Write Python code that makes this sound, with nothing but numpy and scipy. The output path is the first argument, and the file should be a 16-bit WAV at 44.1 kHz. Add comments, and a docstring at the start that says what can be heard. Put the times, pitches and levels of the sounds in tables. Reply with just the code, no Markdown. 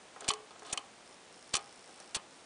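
"""A small room, close to a typewriter whose escapement is worked slowly by hand.
Four times a linkage trips in a quick cluster of metal contacts: pawls tick, levers clink, the frame rings.
Each contact drives the damped modes of the parts; the linkage lands on its stop, the heavy base hums on.
Between trips the parts rub and tap lightly, over a steady faint hiss and a thin, intermittent mains buzz."""
import sys
import numpy as np
from scipy import signal
from scipy.fft import rfft, irfft
from scipy.io import wavfile

SR = 44100
rng = np.random.default_rng(int(sys.argv[2]) if len(sys.argv) > 2 else 0)


def master(y):
    """Save y as 16-bit WAV."""
    cut = np.clip(np.atleast_2d(y).T, -1, 1)
    pcm = np.round(cut * 32767)  # scale
    wavfile.write(sys.argv[1], SR, pcm.astype(np.int16))


N = 108045


def amp(db):
    """Decibels to gain."""
    return 10 ** (np.asarray(db) / 20)


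def fade(t, t60):
    """Exponential decay, 60 dB down after t60 seconds."""
    return np.exp(-np.log(1000) * t / t60)


def band(x, lo_hz, hi_hz):
    """Band-pass that keeps white noise near its rms."""
    sos = signal.butter(2, [lo_hz, hi_hz], "band", fs=SR, output="sos")
    return signal.sosfilt(sos, x) * np.sqrt(SR / 2 / (hi_hz - lo_hz))


def ringing(force, modes, spread=0.4):
    """Damped modes; each blow lands a little elsewhere and weights them anew."""
    out = np.zeros(N)
    for k, (hz, db, t60) in enumerate(modes):
        pole = np.exp(2j * np.pi * hz / SR) * fade(1 / SR, t60)
        push = force * (1 + spread * (2 * rng.random(N) - 1))
        ring = signal.lfilter([0, pole.imag], [1, -2 * pole.real, abs(pole) ** 2], push)
        out += (-1) ** k * amp(db) * ring
    return out / np.sqrt(sum(amp(db) ** 2 for _, db, _ in modes) / 2)


def struck(hits, modes):
    """Modes rung by single impulses."""
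    force = np.zeros(N)
    for start_s, db in hits:
        force[int(start_s * SR)] += amp(db)
    return ringing(force, modes)


def hiss(rms_db=-56.5):
    """Steady room noise and microphone hiss."""
    # freq_hz, relative_density_db
    spectrum = [(18, -47), (30, -17), (54, -15.5), (231, -4), (491, -1.5), (568, -2), (838, -2),
                (924, -4.5), (1070, -5.5), (1500, -7.5), (2890, -10), (9300, -15.5), (10000, -16),
                (13000, -49), (22000, -120)]
    hz, db = np.array(spectrum).T
    bins_hz = np.maximum(np.fft.rfftfreq(N, 1 / SR), 1)
    shape = amp(np.interp(np.log(bins_hz), np.log(hz), db))
    noise = irfft(rfft(rng.standard_normal(N)) * shape, N)
    return noise * amp(rms_db) / np.std(noise)


def mains_buzz(mains_hz=60.02, first_tick_s=0.0104):
    """Electrical buzz in three spells: one thin tick per mains cycle."""
    # start_s, end_s, level_db
    spells = [(1.055, 1.15, -42.5), (1.32, 2.12, -40.5), (2.3, 2.45, -44.5)]
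    # pitch_hz, relative_db, t60_s
    modes = [(5410, -7.5, 0.0056), (7150, -6, .001), (9100, -1.5, .0012)]
    cycles_s = np.arange(first_tick_s, N / SR, 1 / mains_hz)
    ticks = [(s, db) for start_s, end_s, db in spells for s in cycles_s if start_s < s < end_s]
    return struck(ticks, modes)


def room(x, gain_db=-8, t60_s=0.29, top_hz=2520, onset_s=0.0016):
    """Reflections: a short, dull, diffuse tail."""
    t = np.arange(SR // 2) / SR
    lowpass = signal.butter(2, top_hz, fs=SR, output="sos")
    noise = signal.sosfiltfilt(lowpass, rng.standard_normal(len(t)))
    decay = fade(t, t60_s)
    tail = noise * decay * (1 - np.exp(-t / onset_s)) / np.sqrt(np.sum(decay ** 2))
    return amp(gain_db) * signal.fftconvolve(x, tail)[:N]


def base_hum():
    """The heavy base is jolted and hums on."""
    # start_s, level_db
    jolts = [(.226, -50.5), (.311, -43), (.622, -56.5), (1.556, -62)]
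    # pitch_hz, relative_db, t60_s
    modes = [(323, -13, 0.32), (427.8, 2.5, 0.38), (462, -7.5, .12), (520, -11.5, 0.088),
             (644, -12.5, 0.26)]
    return struck(jolts, modes)


def overload_bumps(sigma_s=0.00034):
    """A dull, one-sided bump as the microphone overloads on a sharp click in each trip."""
    # centre_s, peak_db
    bumps = [(.2880, -27.5), (.7318, -33), (1.5419, -28.5), (2.1663, -33.5)]
    t = np.arange(N) / SR
    return sum(amp(db) * np.exp(-((t - centre_s) / sigma_s) ** 2 / 2) for centre_s, db in bumps)


def linkage_stop():
    """The linkage lands: the stop knocks, the link pings."""
    # start_s, knock_db, ping_db
    landings = [(0.3041, -27.5, -27.5), (0.7754, -39, -27), (1.5510, -31, -31.5), (2.1468, -46, -42)]
    # pitch_hz, relative_db, t60_s
    stop_modes = [(832, -11, 0.042), (1104, -0.5, 0.057), (1248, -2, 0.031)]
    link_modes = [(2850, -4, 0.026), (2990, 5, 0.027), (3110, 3.5, 0.032)]
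    knocks = struck([(s, db) for s, db, _ in landings], stop_modes)
    pings = struck([(s, db) for s, _, db in landings], link_modes)
    return knocks + pings


def rub_forces(grains_per_s=900, scatter_db=2.5, swell_db=1):
    """Sliding friction on frame, levers and pawls: fine grains that swell as the spring tightens."""
    # start_s, end_s, frame_db, lever_db, pawl_db
    rubs = [(0.2, .28, -56, -63, -72), (0.646, 0.724, -56.5, -57, -62.5), (1.884, 2.044, -66, -71, -73)]
    slips = rng.random(N) < grains_per_s / SR
    grains = slips * amp(scatter_db * np.clip(rng.standard_normal(N), -2, 2))
    t = np.arange(N) / SR
    force = np.zeros((3, N))
    for start_s, end_s, *db in rubs:
        sliding = (t > start_s) & (t < end_s)
        swell = amp(np.interp(t, [start_s, end_s], [-swell_db, 0]))
        force += amp(db)[:, None] * grains * swell * sliding
    return force


def contact_forces():
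    """Impulses on frame, levers and pawls: four trips, and loose parts tapping as play is taken up."""
    # start_s, frame_db, lever_db, pawl_db
    trip_contacts = [ (0.2797, -48, -29.5, -62), (0.2817, -37.5, -52, -33), (.2870, -47, -23, -21.5),
                     (.2900, -38, -48, -26), (0.2934, -42, -28, -32), (0.3036, -41, -29.5, -53),
                     (.3073, -36, -28, -61), (0.3144, -38.5, -59, -35), (0.3363, -44, -36.5, -36),
                     (.7262, -48, -36.5, -34), (0.729, -37, -30.5, -26), (0.7328, -52, -52, -30.5),
                     (0.7371, -34, -56, -38), (0.7747, -38, -31, -31.5), (1.5333, -47, -43, -58),
                     (1.5371, -32.5, -34.5, -29.5), (1.5407, -37, -21, -26), (1.5505, -48.5, -28.5, -49),
                     (1.553, -37, -25.5, -22.5), (1.5610, -35.5, -45, -30.5), (1.5675, -44, -31, -29.5),
                     (1.5740, -37, -47, -40), (2.1458, -51, -47, -38), (2.1467, -36.5, -27.5, -34),
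                     (2.1502, -51, -28, -34), (2.152, -60, -31, -27.5), (2.1585, -43, -33.5, -29),
                     (2.1657, -37, -33, -36.5)]
    loose_taps = [(.162, -39.5, -68, -70), (0.207, -46, -47, -39.5), (0.22, -41.5, -67, -79),
                  (0.244, -39.5, -41.5, -49), (.508, -45, -51.5, -68), (.558, -46.5, -57, -71),
                  (0.594, -61, -56, -48.5), (.621, -41, -62, -60), (.631, -57, -57, -51),
                  (.665, -45.5, -59, -47), (0.701, -50, -50, -54), (.793, -50, -62, -51),
                  (1.591, -49, -48, -66), (1.886, -47.5, -66, -73), (2.001, -47.5, -51, -46)]
    force = np.zeros((3, N))
    for start_s, *db in trip_contacts + loose_taps:
        force[:, int(start_s * SR)] += amp(db)
    return force


def metal_part(force, modes, lo_hz, hi_hz, t60, crack_db, clatter_db, ring_db):
    """Each blow gives a crack, a short clatter of crowded modes and the ring of the clear ones."""
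    energy = signal.lfilter([1], [1, -fade(2 / SR, t60)], force ** 2)
    clatter = amp(clatter_db) * np.sqrt(energy) * rng.standard_normal(N)
    crack = amp(crack_db) * force
    ring = amp(ring_db) * ringing(force, modes)
    return band(clatter - crack, lo_hz, hi_hz) + ring


def escapement():
    """Contacts and friction drive the low frame, the brighter levers and the small, high pawls."""
    # clear modes: pitch_hz, relative_db, t60_s
    frame_modes = [(566, -16.5, .08), (724, -5, 0.056), (774, -4, 0.094), (810.5, -11.5, 0.33),
                   (1036, -10.5, 0.11), (1080, -12, 0.27), (1246, -20, .3), (1285, -11, 0.062)]
    lever_modes = [(2157, -17, 0.094), (2486, -2.5, 0.027), (2567, -11.5, 0.085), (3034, 0.5, 0.062),
                   (3020, 2.5, 0.023), (3122, -2.5, 0.034), (3420, -2, 0.046), (3800, -34, 0.02),
                   (4030, -2, 0.028), (4340, -8, 0.071), (4410, -3, 0.03), (4670, -2, 0.01)]
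    pawl_modes = [(5520, -1.5, 0.028), (5870, 10.5, 0.025), (6460, -4, 0.031), (6590, -11, 0.018),
                  (6500, -15.5, 0.011), (6770, -5, 0.014), (7730, -10, .022), (7830, -1, 0.03),
                  (8330, 9.5, 0.011), (8800, -30, 0.017), (9450, -6, .02), (9240, -11, 0.0093)]
    # band and t60_s of the crowded modes; gains of crack, clatter and ring
    frame = dict(lo_hz=387, hi_hz=1440, t60=0.064, crack_db=-2, clatter_db=-6.5, ring_db=-10)
    lever = dict(lo_hz=2206, hi_hz=5100, t60=0.029, crack_db=10.5, clatter_db=-3.5, ring_db=-4.5)
    pawl = dict(lo_hz=6000, hi_hz=9680, t60=0.02, crack_db=12.5, clatter_db=-1.5, ring_db=-6.5)
    frame_force, lever_force, pawl_force = contact_forces() + rub_forces()
    return (metal_part(frame_force, frame_modes, **frame)
            + metal_part(lever_force, lever_modes, **lever)
            + metal_part(pawl_force, pawl_modes, **pawl))


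def scene():
    """The machine, its room, buzz and hiss, in mono."""
    machine = escapement() + linkage_stop() + base_hum()
    return (machine + room(machine) + overload_bumps() + mains_buzz() + hiss())[None]


def record(dry):
    """Steep low-pass on the top treble."""
    top_hz = 9900
    return signal.sosfilt(signal.ellip(10, 0.2, 70, top_hz, fs=SR, output="sos"), dry)


dry = scene()
out = record(dry)
master(out)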